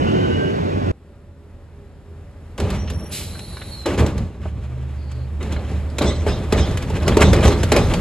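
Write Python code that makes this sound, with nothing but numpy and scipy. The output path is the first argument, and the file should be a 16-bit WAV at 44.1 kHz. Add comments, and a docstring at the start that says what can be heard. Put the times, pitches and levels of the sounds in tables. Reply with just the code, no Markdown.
"""A refuse truck pulls away close on the right, firing tone under a pulsing roar, and breaks off abruptly.
Another idles up the street and brakes with squeals, which are gliding tones, and a blast of air, a noise jet.
Its arm grips a plastic cart with knocks that ring the cart walls, then lifts it on a humming pump.
It shakes the cart out over a steel hopper: lumpy noise rings truck body and cart, rubbish tumbles,
and the steel grille rattles. Two microphone ports hear it all with short street echoes."""
import sys
import numpy as np
from scipy import signal
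from scipy.fft import rfft, irfft, next_fast_len
from scipy.io import wavfile
from scipy.ndimage import map_coordinates

SR = 44100
rng = np.random.default_rng(int(sys.argv[2]) if len(sys.argv) > 2 else 0)


def transcribe(u):
    """Save the signal u as a 16-bit wav file named by the first command-line argument.

    u: samples, shape (n,) or (channels, n), limited to [-1, 1]; the rate is SR.
    q: integer samples, one column per channel.
    """
    v = np.clip(np.atleast_2d(u).T, -1, 1)
    q = np.round(v * 32767).astype(np.int16)
    wavfile.write(sys.argv[1], SR, q)


N = 353152  # length in samples

# blows of arm and cart: start_s, level_db, drum_db (relative to level_db)
KNOCKS = [(2.578, -18.5, -24), (2.6, -13, -0.5), (2.702, -15, -14), (2.8996, -15.5, -9),
          (3.3905, -20.5, -20), (3.859, -10.5, 4.5), (3.9, -27, -5), (3.977, -19, -11), (3.9948, -20, 1),
          (4.0038, -21, 4), (4.0622, -13.5, -8), (4.178, -19.5, -11.5), (5.1152, -26.5, -26),
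          (5.4267, -21.5, -21), (5.5224, -18.5, -30), (5.7131, -30.5, 12), (5.9837, -5.5, -9.5),
          (6.0202, -10.5, 1), (6.2657, -26, 19), (6.523, -6.5, 4.5), (6.7104, -22.5, 7),
          (6.772, -12.5, -15), (6.824, -18.5, -9), (6.8996, -21, 4), (7.0786, -2.5, -3),
          (7.1687, -3.5, 2.5), (7.206, -6.5, 2.5), (7.3304, -4, 2), (7.451, -7.5, 8), (7.4776, -7.5, 4),
          (7.6313, -6, -4), (7.7182, 0, 1), (7.763, -3.5, 2), (7.9367, -7.5, -32)]
# resonances of the cart walls: pitch_hz, width_hz, level_db
CART_WALLS = [(247, 94, 2.5), (335, 106, 5), (423.7, 67.6, 4.5), (578.6, 84, 1), (812, 74, -6),
              (1103, 224, -11.5)]


def blows():
    """Impact excitation: a broadband contact burst, then damped wall modes, slightly detuned at each blow."""
    t = np.arange(SR // 4) / SR
    bright, dull = np.zeros(N + SR), np.zeros(N + SR)
    for start_s, level_db, drum_db in KNOCKS:
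        burst = rng.standard_normal(len(t))
        hollow = 0
        for hz, width_hz, mode_db in CART_WALLS:
            gain = amp(mode_db + rng.normal(0, 2.9))
            decay = np.exp(-.8 * np.pi * width_hz * t)
            turn = 2 * np.pi * (hz * rng.normal(1, 0.054) * t + rng.random())
            hollow = hollow + gain * decay * np.sin(turn)
        # a crack that loses 60 dB in 36 ms, with a weaker burst that takes 110 ms
        fade = amp(-60 * t / 0.036) + 0.1 * amp(-60 * t / 0.11)
        fade *= 1 - np.exp(-t / 0.0016)
        at = round(start_s * SR)
        bright[at:][:len(t)] += amp(level_db + 0.5) * burst * fade
        dull[at:][:len(t)] += amp(level_db + drum_db) * hollow * (1 - np.exp(-t / 0.008))

    def contact(hz):  # first-order band from 500 to 2900 Hz
        return 1j * hz / (500 + 1j * hz) / (1 + 1j * hz / 2900)

    return filtered(bright[:N], contact) + dull[:N]


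# jolts of arm and cart: start_s, drum_db, boom_db, hold_s
JOLTS = [(2.578, -28.5, -20, 0.097), (2.69, -34.5, -30, 0.024), (3.854, -22, -22, 0.058),
         (3.974, -18, -13.5, 0.016), (4.136, -62, -19.5, 0.018), (4.403, -43.5, -25.5, 0.022),
         (5.4, -35.5, -27, 0.21), (6.006, -17.5, -13.5, 0.022), (6.261, -22, -18, 0.022),
         (6.521, -19, -11.5, 0.023), (7.068, -18.5, -18, 0.0064), (7.182, -16, -14, 0.036),
         (7.328, -20, -15.5, 0.097), (7.427, -17.5, -19, 0.047), (7.714, -16, -15, 0.038),
         (7.895, -26.5, -47, 0.04)]


def swells(levels_db, rise_s, fall_db_per_s, bed_db):
    """Energy summation: jolts add in power to a bed that rises and falls with the arm's shudder."""
    power, t = amp(bed_db) ** 2, np.arange(N) / SR
    for (start_s, *_, hold_s), db in zip(JOLTS, levels_db):
        since = np.maximum(t - start_s, 0)
        fall_db = fall_db_per_s * np.maximum(since - rise_s - hold_s, 0)
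        jolt = amp(db - fall_db) * np.minimum(since / rise_s, 1)
        power = power + jolt ** 2
    return np.sqrt(power)


# shudder of the working arm: time_s, boom_db
SHUDDER = [(2.56, -89.5), (2.6, -35), (2.85, -28), (3.4, -33), (4.3, -34.5), (5.0, -35), (5.38, -36),
           (5.45, -27.5), (5.96, -31), (6.22, -28), (6.93, -23.5), (7.06, -16), (7.45, -22.5),
           (7.65, -22.5), (8.01, -27.5)]
# resonances of the truck body: pitch_hz, width_hz, level_db
TRUCK_BODY = [(52, 22.8, -3), (79.5, 21.6, 2.5), (119.1, 34.4, -4), (190.5, 47.2, -9)]
# spectrum of tumbling rubbish: frequency_hz, density_db (per Hz)
RUBBISH = [(500, 7.5), (900, 2.5), (2500, 0), (4500, -10), (7000, -12), (10000, -14), (12000, -19)]
SHUDDER_DRUM_DB, SHUDDER_TUMBLE_DB = -12, -17.5  # relative to the boom
JOLT_TUMBLE_DB = -8  # relative to the drumming
CALM_DB, WILD_DB = -50.5, -17.5  # shudder levels that set how busy the load is
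BOOM_RISE_S, BOOM_FALL_DB_PER_S = 0.044, 86
DRUM_RISE_S, DRUM_FALL_DB_PER_S = 0.0047, 103
TUMBLE_RISE_S, TUMBLE_FALL_DB_PER_S = 0.0059, 154
BITS_DB = -4  # loose pieces relative to the rustle, when the load is at its wildest


def shaking():
    """Forced vibration: lumpy drive excites body and cart resonances while rubbish tumbles in small knocks."""
    shudder_db, = curves(SHUDDER)
    drum_db, boom_db = np.transpose(JOLTS)[1:3]
    # the boom is weakened below about 30 Hz
    boom = noise(lambda f: modes(TRUCK_BODY)(f) * f / (f + 30), grain_db=2.5, grain_rate=15)
    drum = noise(modes(CART_WALLS), grain_db=2.0, grain_rate=27)
    # harder shaking, lumpier load
    busy = np.clip((shudder_db - CALM_DB) / (WILD_DB - CALM_DB), .3, 1)
    rustle = noise(lambda f: along(RUBBISH, f), grain_db=6.8 * busy, grain_rate=36)
    tumble = rustle + amp(BITS_DB) * busy * bits()
    boom_gain = swells(boom_db, BOOM_RISE_S, BOOM_FALL_DB_PER_S, shudder_db)
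    drum_gain = swells(drum_db, DRUM_RISE_S, DRUM_FALL_DB_PER_S, shudder_db + SHUDDER_DRUM_DB)
    tumble_gain = swells(drum_db + JOLT_TUMBLE_DB, TUMBLE_RISE_S, TUMBLE_FALL_DB_PER_S,
                         shudder_db + SHUDDER_TUMBLE_DB)
    return boom * boom_gain + drum * drum_gain + tumble * tumble_gain


# random impacts: mean rate, median pitch and its spread, cycles to fall 60 dB, scatter of size
BITS_PER_S, BIT_HZ, BIT_OCTAVES, BIT_CYCLES, BIT_SCATTER_DB = 230, 2200, .8, 50, 2


def bits():
    """Poisson impacts: loose pieces knock at random, each a short damped ring of its own pitch; rms 1."""
    draw = rng.random(size=(3000, 2))
    at_s = np.cumsum(-np.log(draw[:, 0])) / BITS_PER_S  # exponential waiting times
    hz = np.clip(BIT_HZ * 2 ** (BIT_OCTAVES * rng.standard_normal(len(at_s))), 300, 9000)
    hz = hz[at_s < N / SR, None]
    size = amp(-BIT_SCATTER_DB * np.log(draw[:len(hz), 1:2]))
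    k = np.arange(SR // 40)
    rings = size * np.sin(2 * np.pi * hz * k / SR) * amp(-60 * hz * k / SR / BIT_CYCLES)
    where = np.round(at_s[:len(hz), None] * SR).astype(int) + k
    return unit(np.bincount(where.ravel(), rings.ravel(), N + SR)[:N])


# small hard clacks: start_s, level_db, pitch_hz
CLACKS = [(2.81, -48, 3100), (2.876, -30, 3140), (3.352, -35, 1690), (3.569, -30, 1614), (3.615, -28, 1694),
          (4.433, -41, 1400), (4.456, -25, 652), (4.72, -39, 840), (5.409, -28.5, 1240),
          (5.563, -28.5, 1670), (5.631, -40, 1430), (5.899, -42, 4300), (7.12, -25, 1980),
          (7.362, -27, 3140)]


def clacks():
    """Modal density: each clack sums many very short modes scattered around its pitch."""
    t, out = np.arange(SR // 10) / SR, np.zeros(N + SR)
    for start_s, level_db, hz in CLACKS:
        cluster = hz * 2 ** rng.normal(0, .6, size=(24, 1))
        ring = unit(np.sin(2 * np.pi * cluster * t).sum(axis=0))
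        ring = ring * amp(-60 * t / .055)  # falls 60 dB in 55 ms
        out[round(start_s * SR):][:len(t)] += amp(level_db) * ring * (1 - np.exp(-t / 0.0011))
    return out[:N]


# rattles of the hopper's steel grille after a shake: start_s, level_db
RATTLES = [(6.04, -24), (6.27, -32.5), (6.55, -26), (7.21, -23.5), (7.44, -25.5), (7.76, -27)]
# lower mode of each pair in the steel: pitch_hz, level_db
STEEL = [(2000, -1.5), (2780, -9), (3150, -1), (3470, 1), (4026, 1), (4331, -7.5), (5050, 1.5), (6128, -1),
         (7842, -6)]
RATTLE_RISE_S, RATTLE_T60_S = .04, .5


def grille():
    """Chattering contact: lumpy noise drives each pair of steel modes; rattles swell and decay after shakes."""
    t = np.arange(N) / SR
    chatter = 0
    for start_s, level_db in RATTLES:
        since = np.maximum(t - start_s, 0)
        chatter = chatter + amp(level_db - 60 * since / RATTLE_T60_S) * np.minimum(since / RATTLE_RISE_S, 1)
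    steel = 0
    for hz, level_db in STEEL:
        pair = modes([(hz, 32, 0), (1.087 * hz, 32, -4)])
        steel = steel + amp(level_db) * noise(pair, grain_db=4, grain_rate=25)
    return chatter * unit(steel)


# spectrum of the air jet: frequency_hz, density_db (per Hz)
JET = [(1200, -12), (2000, -0.5), (4500, 3.5), (6500, -1.5), (9000, 3.5), (12000, 2.5)]
AIR_S, AIR_RISE_S, AIR_HOLD_S, AIR_SHUT_S = 3.098, 0.03, 0.04, 3.86  # valve opens, rise, hold, shut
AIR_DB, AIR_FALL_DB_PER_S, LEAK_DB = -25, 105, -44  # blast, its fall, lingering leak


def air():
    """Jet noise: brake air opens fast, holds, decays exponentially to a leak and shuts."""
    t = np.arange(N) / SR
    blast = amp(AIR_DB - AIR_FALL_DB_PER_S * np.maximum(t - AIR_S - AIR_RISE_S - AIR_HOLD_S, 0))
    leak = amp(LEAK_DB) * np.clip((AIR_SHUT_S - t) / AIR_RISE_S, 0, 1)
    opening = np.clip((t - AIR_S) / AIR_RISE_S, 0, 1) ** 2
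    hiss = noise(lambda f: along(JET, f), grain_db=0, grain_rate=78)
    return opening * np.hypot(blast, leak) * hiss


# gear whine, engine and pump hum, brake and joint squeals:
# start_s, end_s, start_pitch_hz, end_pitch_hz, level_db, width_hz
TONES = [(0, .38, 1480, 1550, -38, 60), (.37, .55, 1555, 1600, -33, 22), (0, .52, 2755, 2960, -40, 30),
         (0, .27, 2970, 3090, -40, 45), (.1, .75, 360, 412, -30, 8), (0.949, 3.6, 80.73, 84.9, -39, 1.72),
         (0.949, 2.6, 402, 400, -57, 8), (0.951, 3.096, 563, 577, -60, 12), (4.3, 6.796, 72, 77, -25, 1.69),
         (4.5, 5.5, 122, 128.2, -34, 7), (6.9, 8.097, 82, 88, -26, 5.3), (2.74, 2.96, 5870, 5780, -47, 70),
         (2.89, 3.1, 5580, 5690, -47, 110), (2.93, 3.115, 9840, 9960, -49, 160),
         (3.266, 3.8, 9950, 9800, -47, 600), (3.3, 3.75, 4340, 4320, -48, 240),
         (3.2, 3.8, 4060, 3970, -47, 300), (3.7, 3.875, 4360, 3980, -41, 130),
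         (2.9, 3.1, 11200, 11420, -55, 110), (4.969, 5.26, 4590, 4410, -57, 700)]


def tones(rows):
    """Narrow-band modulation: each tone glides and wavers; a wide one is a breathy whistle."""
    out = np.zeros(N + SR)
    for start_s, end_s, start_hz, end_hz, level_db, width_hz in rows:
        n = round((end_s - start_s) * SR)
        drift_hz = 0.427 * min(width_hz, 90) * wobble(13.88, size=n)
        turn = 2 * np.pi * np.cumsum(np.linspace(start_hz, end_hz, n) + drift_hz) / SR
        waver = wobble(width_hz, size=n) + 1j * wobble(width_hz, size=n)
        if width_hz < 35:  # hums and whines of turning machinery stay steadier
            depth = .2 if width_hz < 6 else .7
            waver = 1 + depth * waver
        tone = np.real(waver * np.exp(1j * turn))
        out[round(start_s * SR):][:n] += amp(level_db) * signal.windows.tukey(n, .15) * tone
    return out[:N]


# the leaving truck: time_s, firing_hz, tone_db, roar_db
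LEAVING = [(0.0, 86, -30.5, -18), (0.806, 94.6, -28, -23), (0.91, 91.3, -20.5, -21.5)]
# spectrum of its roar: frequency_hz, density_db (per Hz)
ROAR = [(18, -43), (35, -17), (92, -3), (380, -4), (800, -13.5), (2830, -31), (3700, -35.5), (8000, -49),
        (12000, -58.5)]


def leaving():
    """Periodic combustion: a wavering firing tone under a roar that pulses at half the tone's frequency."""
    firing_hz, tone_db, roar_db = curves(LEAVING)
    turn = 2 * np.pi * np.cumsum(firing_hz) / SR
    roar = noise(lambda f: along(ROAR, f), grain_db=0.0, grain_rate=30.1)
    roar = roar * (1 + 0.058 * np.sin(turn / 2))
    tone = np.sqrt(2) * amp(tone_db + 2.0 * wobble(12.8)) * np.sin(turn)
    return amp(roar_db) * roar + tone


# engine and street noise: time_s, level_db
IDLE = [(.9, -44), (2, -41), (2.5, -39.5), (4.4, -42), (8, -17.5)]
# its spectrum: frequency_hz, density_db (per Hz)
STREET = [(15, -68), (32, -6.5), (86, -2.5), (115, -8.5), (300, -18), (900, -30), (1620, -35),
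          (6500, -51.5), (9500, -49), (12000, -51)]


def idling():
    """Broadband noise: engine and street, spectrally shaped, with a randomly wavering level."""
    level_db, = curves(IDLE)
    return amp(level_db + wobble(6)) * noise(lambda f: along(STREET, f), grain_db=0.0, grain_rate=25)


def street_echo(x, t60):
    """Diffuse reverberation: two unrelated, exponentially decaying tails from houses and road."""
    t = np.arange(SR // 3) / SR
    tail = rng.standard_normal((2, len(t))) * amp(-60 * t / t60)
    tail = tail / np.linalg.norm(tail[0])  # each about energy 1
    return signal.fftconvolve(x[None], tail, axes=1)[:, :N]


# microphone ports, sound from ahead: frequency_hz, left_lead_rad, unrelated_share (0 to 1)
PORTS = [(1, 0, 0.065), (417, 0.23, 0.26), (1730, 0.5, 0.35), (4500, 0.5, 0.89), (5700, 1.9, 0.23),
         (7050, 1, 0.54), (8610, -2.5, 0.067), (10700, -5, 0.029), (11600, -4, 0.51), (12600, -15, .2)]


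def ports(x, leads, t60, wet):
    """Phase difference and coherence: two ports hear direct sound out of step, and unrelated echoes."""
    share_hz, _, share = np.transpose(PORTS)
    lead_hz, lead_rad = np.transpose(leads)[:2]

    def echo_part(hz):
        return np.clip(wet * np.interp(hz, share_hz, share), 0, .9)

    def direct_part(hz):  # half the lead on each side; squared direct and echo gains sum to 1
        phase = np.outer([1, -1], np.interp(hz, lead_hz, lead_rad) / 2)
        return np.sqrt(1 - echo_part(hz) ** 2) * np.exp(1j * phase)

    direct = filtered(x, direct_part)
    return direct + filtered(street_echo(x, t60), echo_part)


def amp(db):
    """Level definition: amplitude ratio from decibels."""
    return 10 ** (np.asarray(db) / 20)


def unit(x):
    """Normalisation to rms 1."""
    return x / np.sqrt(np.mean(x ** 2) + 1e-20)


def along(points, hz):
    """Spectral envelope: gain through (Hz, dB) points on a log frequency axis."""
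    f, db = np.transpose(points)
    return amp(np.interp(np.log(hz + 1), np.log(f + 1), db, left=-120))


def curves(rows):
    """Linear interpolation: one value per sample for each column after the time."""
    time_s, *columns = np.transpose(rows)
    return [np.interp(np.arange(N) / SR, time_s, column) for column in columns]


def wobble(rate, size=N):
    """Band-limited fluctuation: a smooth random curve with rate knots a second."""
    knots = rng.standard_normal(size=1024)
    return map_coordinates(knots, [np.arange(size) * rate / SR], mode="wrap")


def filtered(x, response):
    """Linear filtering: the spectrum of x times a complex response of frequency."""
    m = next_fast_len(N + SR // 2)
    return irfft(rfft(x, m) * response(np.fft.rfftfreq(m, 1 / SR)), m)[..., :N]


def modes(table):
    """Modal superposition: causal response of (Hz, width Hz, dB) resonances of alternating sign."""
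    def response(f):
        total = 0
        for k, (hz, width_hz, db) in enumerate(table):
            resonance = 1j * f * width_hz / (hz * hz - f * f + 1j * f * width_hz)
            total = total + (-1) ** k * amp(db) * resonance
        return total
    return response


def noise(response, grain_db, grain_rate):
    """Filtered random excitation: coloured noise of rms 1; grain_db above 0 makes its drive lumpy."""
    drive = rng.standard_normal(N) * amp(grain_db * wobble(grain_rate))
    return unit(filtered(drive, response))


# ports for sound from the far right: frequency_hz, left_lead_rad
FROM_RIGHT = [(1, 1.5), (290, -1.97), (600, -2.5), (2400, -5.5), (3900, -9.5), (6900, -13), (11500, -19)]
CUT_S = .917  # the first truck is silent from here


def scene():
    """Superposition: both trucks and the street add at the two ports."""
    early = [row for row in TONES if row[0] < .5]
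    late = TONES[len(early):]
    cut = np.clip((CUT_S - np.arange(N) / SR) / 0.0014, 0, 1)  # breaks off at once
    first = cut * ports(leaving() + tones(early), FROM_RIGHT, t60=0.46, wet=0.97)
    first = first * amp([[.7], [2.2]])  # dB left, right
    working = tones(late) + air() + shaking() + blows() + clacks() + grille()
    second = ports(working, PORTS, t60=0.15, wet=0.77) * amp([[-.3], [.3]])
    return first + second + ports(idling(), PORTS, t60=0.8, wet=1)


TOP_HZ = 15900  # band limit


def record(dry):
    """Transducer limits: a microphone weaker at the top, gentle saturation of peaks, then the band limit."""
    heard = filtered(dry, lambda hz: 0.029 + 0.93 / (1 + (hz / 12200) ** 18))
    held = heard / (1 + np.abs(heard / 0.9) ** 5) ** (1 / 5)
    return filtered(held, lambda hz: hz < TOP_HZ)


dry = scene()
out = record(dry)
transcribe(out)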